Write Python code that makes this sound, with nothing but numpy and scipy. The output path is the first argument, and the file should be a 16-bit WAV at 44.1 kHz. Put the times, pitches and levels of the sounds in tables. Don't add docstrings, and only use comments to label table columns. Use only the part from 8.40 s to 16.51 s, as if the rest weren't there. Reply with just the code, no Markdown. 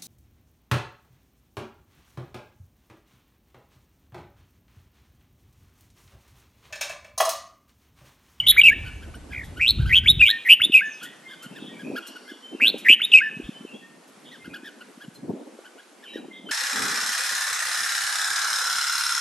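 import sys
import numpy as np
from scipy import signal
from scipy.fft import rfft, irfft, next_fast_len
from scipy.io import wavfile
from scipy.ndimage import uniform_filter1d, map_coordinates

SR = 44100
rng = np.random.default_rng(int(sys.argv[2]) if len(sys.argv) > 2 else 0)


def store_wav(level_fs):
    pcm = np.round(np.clip(np.atleast_2d(level_fs), -1, 1) * 32767)
    wavfile.write(sys.argv[1], SR, pcm.T.astype(np.int16))


def invert_db(x):
    u = np.asarray(x, float) / 20
    return 10 ** u


N = 357651

# [f/Hz, density/dB]
BREATH = [(1000, -33), (2500, -4), (4500, -9.5), (9500, -18), (11000, -12.5), (12500, -17), (16000, -23)]


def unit(x):
    return x / np.sqrt(np.mean(x ** 2) + 1e-20)


def along(points, hz):
    f, v = np.transpose(points)
    return np.interp(np.log(hz + 1), np.log(f + 1), v)


def curve(rows):
    return np.interp(np.arange(N) / SR, *np.transpose(rows))


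def wobble(rate_hz, size=N):
    knots = rng.standard_normal(int(size * rate_hz / SR) + 4)
    return map_coordinates(knots, [np.arange(size) * rate_hz / SR])


def add(track, s, sound):
    part = track[round(s * SR):][:len(sound)]
    part += sound[:len(part)]


def rush(spectrum, alike, patchy_db):
    hz, _, z = signal.stft(rng.standard_normal((2, N)), SR, nperseg=2048)
    field = uniform_filter1d(rng.standard_normal(z.shape[1:]), size=20, axis=0)
    field = unit(uniform_filter1d(field, size=3, axis=1))
    angle = np.arccos(np.clip(along(alike, hz), -1, 1))[:, None] / 2
    z = z * invert_db(along(spectrum, hz)[:, None] + patchy_db * field) * [np.cos(angle), np.sin(angle)]
    mid, side = signal.istft(z, SR, nperseg=2048)[1][:, :N]
    return unit(np.array([mid + side, mid - side]))


def voice(hz, overtones):
    phase = 2 * np.pi * np.cumsum(hz) / SR
    tone = np.sin(phase)
    for k, db in overtones:
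        unsteady = .65 + .55 * wobble(500, size=len(hz))
        beak = .25 + .5 * (hz / 3000) ** 4
        tone = tone + invert_db(db) * unsteady * beak * np.sin(k * phase)
    return np.sqrt(2) * tone


def syllables():
    # [t/s from onset, pitch/Hz, level/dB re peak]
    climb = [(0, 1300, -22), (.012, 2100, -12), (.021, 2430, -2), (.036, 2500, -.5), (.059, 2800, -2.5),
             (.082, 3650, -6), (.101, 3950, -9), (.11, 3700, -24)]
    step_up = [(0, 2200, -30), (.02, 1900, -11), (.036, 1900, -13), (.04, 2400, -3), (.052, 2620, -.2),
               (.068, 2800, -3), (.088, 3000, -2), (.093, 3040, -8), (.104, 3060, -11)]
    flick = [(0, 1200, -26), (.008, 1700, -17), (.014, 2250, -12), (.018, 2300, -18), (.022, 2800, 1.5),
             (.026, 3200, -11), (.034, 3450, -8), (.052, 3600, -2.5), (.064, 3950, -16)]
    drop_down = [(0, 4000, -21), (.004, 2900, -13), (.008, 2560, -16), (.022, 2950, -3), (.026, 2500, -3),
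                 (.034, 2540, -.2), (.072, 2600, -5.5), (.078, 2300, -13), (.094, 2230, -21)]
    close = [(0, 1400, -12), (.011, 1560, -.5), (.024, 1770, -5), (.062, 1750, -4), (.092, 1745, -11)]
    buzz = [(0, 3400, -19), (.006, 3050, -4), (.017, 3727, -5), (.041, 3560, -1.5), (.048, 3753, -2.5),
            (.055, 3500, -17)]
    scoop = [(0, 1106, -27), (.009, 2200, -16), (.014, 1950, -16), (.018, 2300, -6), (.035, 2370, -.2),
             (.041, 2300, -6), (.049, 2400, -21)]
    pip = [(0, 3700, -19), (.005, 2800, -.5), (.011, 3500, -19)]
    sag = [(0, 2760, -11), (.008, 2700, -3), (.021, 2620, -2.5), (.04, 2720, -1.2), (.05, 2650, -1.2),
           (.056, 2350, -1.5), (.069, 2280, -2.2), (.073, 2300, -14)]
    dip = [(0, 3200, -21), (.003, 2600, -16), (.012, 2620, -7), (.022, 2780, -.2), (.026, 2400, -5),
           (.035, 2450, -.2), (.048, 2450, -2.2), (.054, 2450, -11), (.095, 2150, -16)]
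    fade = [(0, 2260, -5), (.061, 2260, -.5), (.086, 2050, -4), (.126, 1850, -10)]
    tail_note = [(0, 3147, -.5), (.014, 2800, -22)]
    hook = [(0, 1600, -22), (.004, 2200, -14), (.008, 2300, -9), (.011, 2200, -22), (.015, 2600, -6),
            (.019, 3100, -11), (.026, 3450, -3), (.042, 3730, -.2), (.06, 3850, -8)]
    stride = [(0, 2200, -28), (.012, 2000, -18), (.026, 1900, -13), (.035, 2100, -18), (.042, 2450, -7),
              (.052, 2680, -.2), (.078, 2900, -.2), (.091, 2950, -1.2), (.098, 3000, -16)]
    rise_up = [(0, 1300, -12), (.012, 2100, -15), (.036, 2450, -8), (.056, 2800, -.2), (.082, 3450, -2.5),
               (.103, 3750, -5), (.11, 3700, -21)]
    surge = [(0, 1700, -19), (.02, 2450, -3.5), (.055, 2530, -1.5), (.071, 2850, -6), (.092, 3885, -3),
             (.113, 3997, -.5), (.123, 3700, -21)]
    bend = [(0, 2100, -22), (.025, 1980, -8), (.031, 2000, -15), (.035, 2350, -3), (.054, 2650, -.2),
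            (.063, 3150, -5), (.075, 3200, -.2), (.092, 3150, -3), (.105, 3050, -14)]
    stop_note = [(0, 1650, -20), (.009, 1650, -6), (.027, 1801, -.5), (.037, 1840, -25)]
    # gesture, onset to a pulse/s, flutter rate/Hz, pitch swing/Hz, pulse depth/dB
    return dict(CLIMB=(climb, .074, 108, 420, 20), STEP=(step_up, .05, 93, -370, 2),
                FLICK=(flick, .044, 96, 90, 8), DROP=(drop_down, .06, 80, 380, 1),
                CLOSE=(close, .007, 110, 20, 1.5), BUZZ=(buzz, .022, 117, 350, 2),
                SCOOP=(scoop, .005, 121, 30, .5), PIP=(pip, .005, 122, 0, 0),
                SAG=(sag, .0395, 84, 230, 1), STRIDE=(stride, .0497, 90, -340, 3),
                RISE=(rise_up, .0745, 108, 420, 20), DIP=(dip, .022, 85, 40, 1),
                HOOK=(hook, .044, 110, 50, 3), FADE=(fade, .058, 60, -250, 14),
                TAIL=(tail_note, .007, 85, 30, 0), SURGE=(surge, .086, 115, 380, 17),
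                BEND=(bend, .053, 95, 240, 3), STOP=(stop_note, .008, 85, 20, 1))


def note(gesture, pulse_s, rate_hz, swing_hz, depth_db, name, peak_db, factor):
    # [break/dB, extra turns, settling/s]
    quirks = dict(STEP=(16, 3, .03), STRIDE=(16, 1, .025), BEND=(12, 2, .02), CLIMB=(0, 6, .001),
              RISE=(0, 6, .001), SURGE=(0, 3, .001), DROP=(15, 0, .001), BUZZ=(6, 0, .001), SAG=(7, 0, .03),
              HOOK=(8, 0, .001))
    steady_s = dict(DROP=.044, SAG=.018)
    hurry_s = .011
    s, hz, db = np.transpose(gesture)
    t = np.arange(0, s[-1], 1 / SR)
    glide_hz = np.interp(t, s, hz * factor)
    height = glide_hz / (max(hz) * factor)
    break_db, extra_turns, settle_s = quirks.get(name, (0, 0, .001))

    since = t - pulse_s
    phase = 2 * np.pi * (rate_hz * since - 130 * since ** 2)
    phase += .25 * wobble(45, size=len(t))
    phase -= 2 * np.pi * extra_turns * np.exp(-t / hurry_s)

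    strain = height ** 2 * np.clip((s[-1] - t) / settle_s, 0, 1)
    strain *= np.clip((t - steady_s.get(name, -1)) / .006, 0, 1)
    swing = swing_hz * strain * np.cos(phase + 1.3)
    reach = np.sign(swing_hz) * np.cos(phase + 1.6)
    crest = np.maximum(reach, -.78 * reach) ** 4 * np.sqrt(strain)
    pulse_db = depth_db * height * 1.2 * np.cos(phase) / 2
    valve = unit(invert_db(-break_db * crest + pulse_db + 1.4 * wobble(280, size=len(t))))
    level = invert_db(peak_db + np.interp(t, s, db)) * valve * signal.windows.tukey(len(t), .005 / s[-1])
    return level, glide_hz + swing + 16 * wobble(250, size=len(t))


def song():
    # [syllable, t/s, peak/dB]
    sung = [("TAIL", 0, -9), ("BUZZ", .064, -8.5), ("SCOOP", .163, -4.5), ("PIP", .212, -4.5),
            ("SAG", .232, -7), ("STOP", .305, -19), ("FADE", .922, -33), ("SURGE", 1.195, -14),
            ("BEND", 1.493, -10.5), ("HOOK", 1.658, -7.5), ("DIP", 1.793, -8.5), ("RISE", 1.809, -15),
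            ("STRIDE", 2.049, -7), ("DROP", 2.319, -7.5), ("CLOSE", 2.407, -24), ("CLIMB", 4.198, -12),
            ("STEP", 4.446, -6), ("DROP", 4.716, -5), ("CLOSE", 4.805, -21.5)]
    # [syllable, t/s, peak/dB, pitch factor]
    varied = [
        ("CLOSE", 1.886, -24, 1.045),
        ("FLICK", 2.197, -11, .985),
        ("FLICK", 4.597, -16, 1.005),
    ]
    # [multiple, level/dB at 3 kHz]
    overtones = [(2, -34), (3, -26), (4, -34), (5, -35), (6, -35)]
    tone, effort = np.zeros(N), np.zeros(N)
    repertoire = syllables()
    for name, start_s, peak_db, factor in [(*row, 1) for row in sung] + varied:
        level, pitch_hz = note(*repertoire[name], name, peak_db, factor)
        swing_hz = repertoire[name][3]
        add(tone, start_s, level * voice(pitch_hz, overtones))
        add(effort, start_s, level * (0.9 + abs(swing_hz) / 300))
    return tone + invert_db(-35.5) * effort * rush(BREATH, [(100, 1)], patchy_db=4)[0]


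def facing(x):
    # [from/s, to/s, highs/dB]
    turns = [
        (.05, .15, 11.5),
        (.15, .21, 10),
        (.21, .4, 1.5),
        (1.1, 1.4, -7),
        (2.04, 2.3, 8),
        (2.3, 2.55, 4),
        (4.68, 4.9, -4),
    ]
    beam_hz = 9800
    size, t = next_fast_len(N), np.arange(N) / SR
    highs = irfft(rfft(x, size) * (np.fft.rfftfreq(size, 1 / SR) > beam_hz), size)[:N]
    return x + highs * sum((invert_db(db) - 1) * (t >= t0) * (t < t1) for t0, t1, db in turns)


def chirps():
    # [t/s, length/s, start f/Hz, level/dB]
    contact = [(.445, .056, 1298, -47), (.614, .043, 1268, -52), (.738, .027, 1190, -49),
               (.901, .061, 1500, -50), (1.16, .045, 1204, -45), (1.383, .072, 1250, -47),
               (1.454, .059, 1320, -38), (2.61, .053, 1270, -44.5), (2.894, .06, 1550, -49.5),
               (3.019, .05, 1130, -48), (1.635, .025, 1400, -45), (3.15, .045, 1600, -49),
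               (4.235, .065, 1400, -48), (7.625, .04, 1600, -53), (3.39, .042, 1520, -47),
               (3.756, .019, 1220, -44.5), (3.876, .054, 1490, -46.5), (5.908, .061, 1900, -53),
               (6.043, .033, 1300, -50), (6.235, .065, 1660, -46.5), (6.404, .025, 1270, -48.5),
               (6.602, .057, 1480, -49.5), (7.242, .045, 1250, -53), (7.378, .037, 1350, -53.5),
               (7.732, .059, 1780, -47), (8.088, .02, 1300, -40.5)]
    # [t/s, level/dB]
    yelps = [
        (3.555, -37),
        (6.134, -42),
    ]
    # [delay/s, length/s, start f/Hz, end f/Hz]
    halves = [
        (0, .024, 1150, 1750),
        (.02, .022, 1250, 1450),
    ]
    end_hz, arch_hz = 1450, 210
    out, effort = np.zeros(N), np.zeros(N)
    calls = [(s, length, hz, end_hz, db) for s, length, hz, db in contact]
    calls += [(s + delay, length, hz0, hz1, db) for s, db in yelps for delay, length, hz0, hz1 in halves]
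    for s, length, hz0, hz1, db in calls:
        n = round(length * SR)
        arch = np.sin(np.pi * np.linspace(0, 1, n) ** .75) ** 2
        pitch_hz = np.linspace(hz0, hz1, n) + arch_hz * arch + 60 * wobble(300, size=n)
        level = invert_db(db + 3 + 2 * wobble(220, size=n)) * np.hanning(n) ** 0.29
        add(out, s, level * voice(pitch_hz, [(2, 7), (3, -4), (4, -22)]))
        add(effort, s, level)
    return out + invert_db(-15) * effort * rush(BREATH, [(100, 1)], patchy_db=2)[0]


def hops():
    # [t/s, peak/dB]
    scratches = [
        (1.0456, -41),
        (2.6344, -30),
        (3.03, -35),
        (3.6721, -32.5),
        (4.3854, -33.5),
        (5.6805, -47),
        (6.7476, -43.5),
    ]
    # [t/s, level/dB]
    plucks = [
        (.752, -50),
        (3.672, -46),
    ]
    # [f/Hz, level/dB, t60/s]
    wire = [(5630, -2, .08), (8950, 0.5, .1), (12100, -4, 0.044)]
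    out, t = np.zeros(N), np.arange(SR // 8) / SR
    swell = t / .011 * np.exp(1 - t / .011)
    for s, db in scratches:
        grit = uniform_filter1d(np.diff(rng.standard_normal(len(t) + 1)), size=3)
        add(out, s - .008, invert_db(db - 5) * grit * swell)
    for s, db in plucks:
        for hz, mode_db, t60 in wire:
            add(out, s, invert_db(db + mode_db + rng.normal(0, 3) - 60 * t / t60) * np.sin(2 * np.pi * hz * t))
    return out


def far_birds():
    # [t/s, length/s, f/Hz, level/dB]
    plain = [(2.827, .067, 2110, -50.5), (2.986, .06, 3092, -44), (3.668, .02, 4150, -48),
             (6.74, .025, 4150, -50), (7.63, .07, 3090, -46), (3.27, .092, 1880, -52.5),
             (3.845, .045, 2085, -52.5), (4.009, .068, 3092, -42), (5.124, .07, 3060, -41),
             (5.975, .07, 2100, -54), (5.404, .088, 1830, -55), (7.672, .095, 3875, -46),
             (7.89, .08, 2090, -52), (8.05, .048, 3112, -39)]
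    warbled = [(2.637, .044, 1850, -46.5), (3.079, .13, 2655, -50.5), (3.31, .07, 2340, -50),
               (3.421, .07, 2506, -44), (3.68, .07, 2900, -50), (6.005, .05, 2500, -53),
               (4.108, .17, 2640, -50), (5.238, .1, 2650, -49), (5.325, .072, 3380, -52),
               (6.066, .11, 2530, -48.5), (.004, .06, 3000, -31), (.004, .06, 2250, -36)]
    trilled = [(1.028, .026, 3480, -49), (2.565, .12, 3340, -46.5), (2.856, .084, 3310, -46.5),
               (3.17, .15, 3420, -43.5), (3.608, .07, 3030, -43.5), (3.89, .07, 3310, -45.5),
               (5.009, .071, 3315, -46.5), (5.83, .12, 3400, -50), (7.625, .11, 2800, -47),
               (7.916, .1, 3400, -45.5)]
    # [t/s, length/s, start f/Hz, end f/Hz, level/dB]
    falling = [
        (.112, .012, 3500, 1100, -25),
        (2.401, .17, 6820, 5950, -51.5),
        (2.513, .039, 6260, 4580, -47),
    ]
    out = np.zeros(N)
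    calls = [(*row, 0) for row in falling]
    for rows, swing_hz, rise_hz in [(plain, 0, 0), (warbled, 80, 0), (trilled, 250, 120)]:
        calls += [(s, length, hz - rise_hz / 2, hz + rise_hz / 2, db, swing_hz) for s, length, hz, db in rows]
    for s, length, hz0, hz1, db, swing_hz in calls:
        n = round(length * SR)
        flutter = np.sin(2 * np.pi * 105 * np.arange(n) / SR) + .6 * wobble(90, size=n)
        pitch_hz = np.linspace(hz0, hz1, n) + swing_hz * flutter
        level = invert_db(db + 4 * wobble(100, size=n)) * np.hanning(n) ** .8
        add(out, s, level * voice(pitch_hz, []))
    return out


def nearby(x):
    copies = [(.0021, -24), (.0037, -20), (.0062, -17), (.011, -22), (.017, -23)]  # delay/s, level/dB
    return x + sum(invert_db(db) * np.pad(x, (round(s * SR), 0))[:N] for s, db in copies)


def yard(x, decay):
    hz, t, z = signal.stft(rng.standard_normal((2, SR)), SR, nperseg=256)
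    tail = signal.istft(z * invert_db(-60 * t / along(decay, hz)[:, None]), SR, nperseg=256)[1]
    tail[1] = 1.2 * tail[0] + 0.21 * tail[1]
    return signal.fftconvolve(x[None], tail / np.linalg.norm(tail, axis=1)[:, None], axes=1)[:, :N]


def ports(x):
    # [f/Hz, phase/rad]
    lead_rad = [(1000, .45), (4500, .55), (9500, 1.2), (11200, 1.9), (12300, .9)]
    size = next_fast_len(N + 4096)
    half = along(lead_rad, np.fft.rfftfreq(size, 1 / SR)) / 2
    return irfft(rfft(x, size) * np.exp(1j * np.array([half, -half])), size)[:, :N]


def gusts():
    # [t/s, peak/dB, fall/(dB/s)]
    blows = [(.3, -52, 3), (2.3, -45, 120), (3.2, -50, 20), (3.52, -34, 120), (4.25, -36, 90),
             (4.55, -53, 70), (5.0, -45, 40), (5.25, -47, 110), (6.08, -48.5, 24), (6.97, -35, 110),
             (7.77, -44.5, 50), (8.11, -41, 40)]
    calm_db, swell_db_per_s = -63, 130
    t = np.arange(N) / SR
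    strength = invert_db(calm_db)
    for s, db, fall in blows:
        strength = strength + invert_db(db - np.where(t < s, swell_db_per_s * (s - t), fall * (t - s)))
    return strength


def wind():
    # [t/s, peak/dB, f/Hz]
    thumps = [(1.391, -11.5, 121), (1.461, -19.5, 117), (1.697, -24, 135), (1.766, -19, 117),
              (2.295, -21.5, 287), (2.2, -40, 110), (3.06, -33, 188), (3.279, -32, 242), (3.431, -29, 231),
              (4.5, -28, 520), (3.514, -27, 520), (3.55, -28, 420), (3.705, -35, 245), (4.225, -31, 269),
              (4.966, -30, 191), (5.03, -37, 50), (5.206, -31, 221), (6.076, -30, 258), (6.23, -32, 269),
              (6.574, -36, 231), (6.828, -36, 221), (6.973, -32, 520), (7.882, -32, 312), (7.995, -35, 256),
              (8.039, -34, 186), (3.111, -32, 216), (3.221, -28, 263), (3.499, -21.5, 335),
              (3.917, -29, 283), (4.147, -23, 314), (4.342, -18, 420), (4.498, -23.5, 275),
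              (4.998, -23.5, 317), (5.088, -21, 229), (5.248, -26.5, 336), (6.679, -29.5, 191),
              (6.933, -23.5, 268.4), (7.188, -31, 449), (7.757, -22, 383)]
    # [t/s, level/dB]
    rumble = [
        (0, -39.5),
        (1.28, -41),
        (1.38, -19),
        (1.5, -26.5),
        (1.58, -31),
        (1.7, -26),
        (1.8, -27),
        (1.95, -68.5),
    ]
    # [f/Hz, density/dB]
    buffet = [(20, -25), (60, -12.5), (140, -5), (260, 0.5), (550, -11.5), (1000, -23), (1600, -62)]
    # [f/Hz, density/dB]
    bass = [(12, -38), (20, -7.5), (44, -1), (65, 6), (134, -7), (206, -13), (400, -28), (520, -66.5),
            (880, -120)]
    lumps = invert_db(4.3 * wobble(40) + 2 * wobble(9) + .7 * np.array([wobble(30), wobble(30)]))
    roar = rush(buffet, [(100, .99), (300, .78), (600, .42)], patchy_db=0.5)
    out = invert_db(1.5) * gusts() * unit(lumps * roar)
    rumble_db = np.where(np.arange(N) < rumble[-1][0] * SR, curve(rumble), -90)
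    out += invert_db(rumble_db) * unit(invert_db(2.5 * wobble(21)) * rush(bass, [(50, 0.94)], patchy_db=2))
    pops = np.zeros(N)
    for s, db, hz in thumps:
        cycles = np.arange(round(2.5 * SR / hz)) * hz / SR
        add(pops, s, invert_db(db) * np.sin(np.pi * cycles / 2.5) ** 2 * np.sin(2 * np.pi * cycles))
    return out + pops * invert_db([[.4], [-.4]])


def town(bird):
    # [t/s, level/dB]
    hiss = [
        (0, -58.5),
        (3.3, -58.5),
        (3.7, -56.5),
        (4.2, -59),
        (8.11, -60),
    ]
    # [f/Hz, density/dB]
    hum_spectrum = [(90, -36), (160, -9), (500, -6.5), (1250, -10), (2250, -14), (5000, -19.5),
                    (9500, -20.5), (11400, -30), (12600, -44), (16000, -72.5)]
    # [f/Hz, left-right likeness]
    likeness = [(60, 0.73), (230, 0.75), (850, 0.51), (3220, 0.7), (12200, 0.37)]
    loudness = uniform_filter1d(np.pad(np.abs(bird), (1800, 0))[:N], size=4000)
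    duck = 1 / (1 + 5 * loudness)
    return duck * invert_db(curve(hiss) + 5.5 + .8 * wobble(4)) * rush(hum_spectrum, likeness, patchy_db=1.2)


def whine():
    # [f/Hz, width/Hz, level/dB]
    whine_bands = [(4350, 120, -3), (4750, 150, -4), (5600, 130, -.5)]
    start_s, length_s, level_db = 3.4, .75, -58
    out, n = np.zeros((2, N)), round(length_s * SR)
    hz = np.fft.rfftfreq(n, 1 / SR)
    shape = sum(invert_db(db) / (1 + ((hz - centre) / width) ** 2) for centre, width, db in whine_bands)
    noise = rng.standard_normal((2, n))
    noise = unit(irfft(rfft(noise + 1.5 * noise[0]) * shape, n))
    out[:, round(start_s * SR):][:, :n] = invert_db(level_db) * np.hanning(n) ** .6 * noise
    return out


def scene():
    # [f/Hz, t60/s]
    near_walls = [(1000, 1.1), (1800, .95), (2300, .65), (3200, .8), (4200, .55), (6000, .18), (12000, .3)]
    # [f/Hz, t60/s]
    far_walls = [(1000, .8), (3000, .6), (4000, .35), (12000, .3)]
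    bird, small, far = facing(song()), chirps() + hops(), far_birds()
    wet = yard(invert_db(-21) * bird + invert_db(-15) * small, near_walls)
    wet += yard(invert_db(-1.5) * far, far_walls)
    direct = nearby(bird + small + invert_db(-6) * far)
    return ports(direct + wet) + wind() + town(bird) + whine()


def low_cut():
    # [t/s, open/s, corner before/Hz, open/Hz, after/Hz]
    openings = [
        (.1, 1.73, 36, 30, 90),
        (2.2, .03, 90, 30, 105),
        (3.51, .01, 150, 120, 250),
        (5.03, .03, 140, 27, 170),
        (6.06, .05, 135, 50, 200),
        (6.7, .22, 185, 110, 245),
    ]
    open_s, shut_s, last_hz = .08, .06, 180
    rows = []
    for s, hold, before, low, after in openings:
        rows += [(s - open_s, before), (s, low), (s + hold, low), (s + hold + shut_s, after)]
    return rows + [(N / SR, last_hz)]


def band_limit(x):
    return signal.sosfilt(signal.butter(12, 15800, fs=SR, output="sos"), x)


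def record(dry):
    air_hz, air_db, air_peak_hz, air_peak_db = 12850, -42, 15200, 23
    hz, t, z = signal.stft(dry, SR, nperseg=4096, noverlap=3584)
    hz, corner_hz = hz[:, None], np.interp(t, *np.transpose(low_cut()))
    notch = 1 - .93 * np.exp(-((hz - 10100) / 430) ** 4)
    peak = invert_db(9.9 * np.exp(-((hz - 11250) / 850) ** 2))
    edge_db = air_db * np.clip((hz - air_hz) / 800 + .5, 0, 1)
    air = invert_db(edge_db + air_peak_db * np.exp(-((hz - air_peak_hz) / 600) ** 2))
    z = z * notch * peak * air / np.sqrt(1 + (corner_hz / (hz + 1)) ** 14)
    x = signal.istft(z, SR, nperseg=4096, noverlap=3584)[1][:, :N]
    x = x / (1 + np.abs(x / 1.02) ** 30) ** (1 / 30)
    return band_limit(x)


dry = scene()
out = record(dry)
store_wav(out)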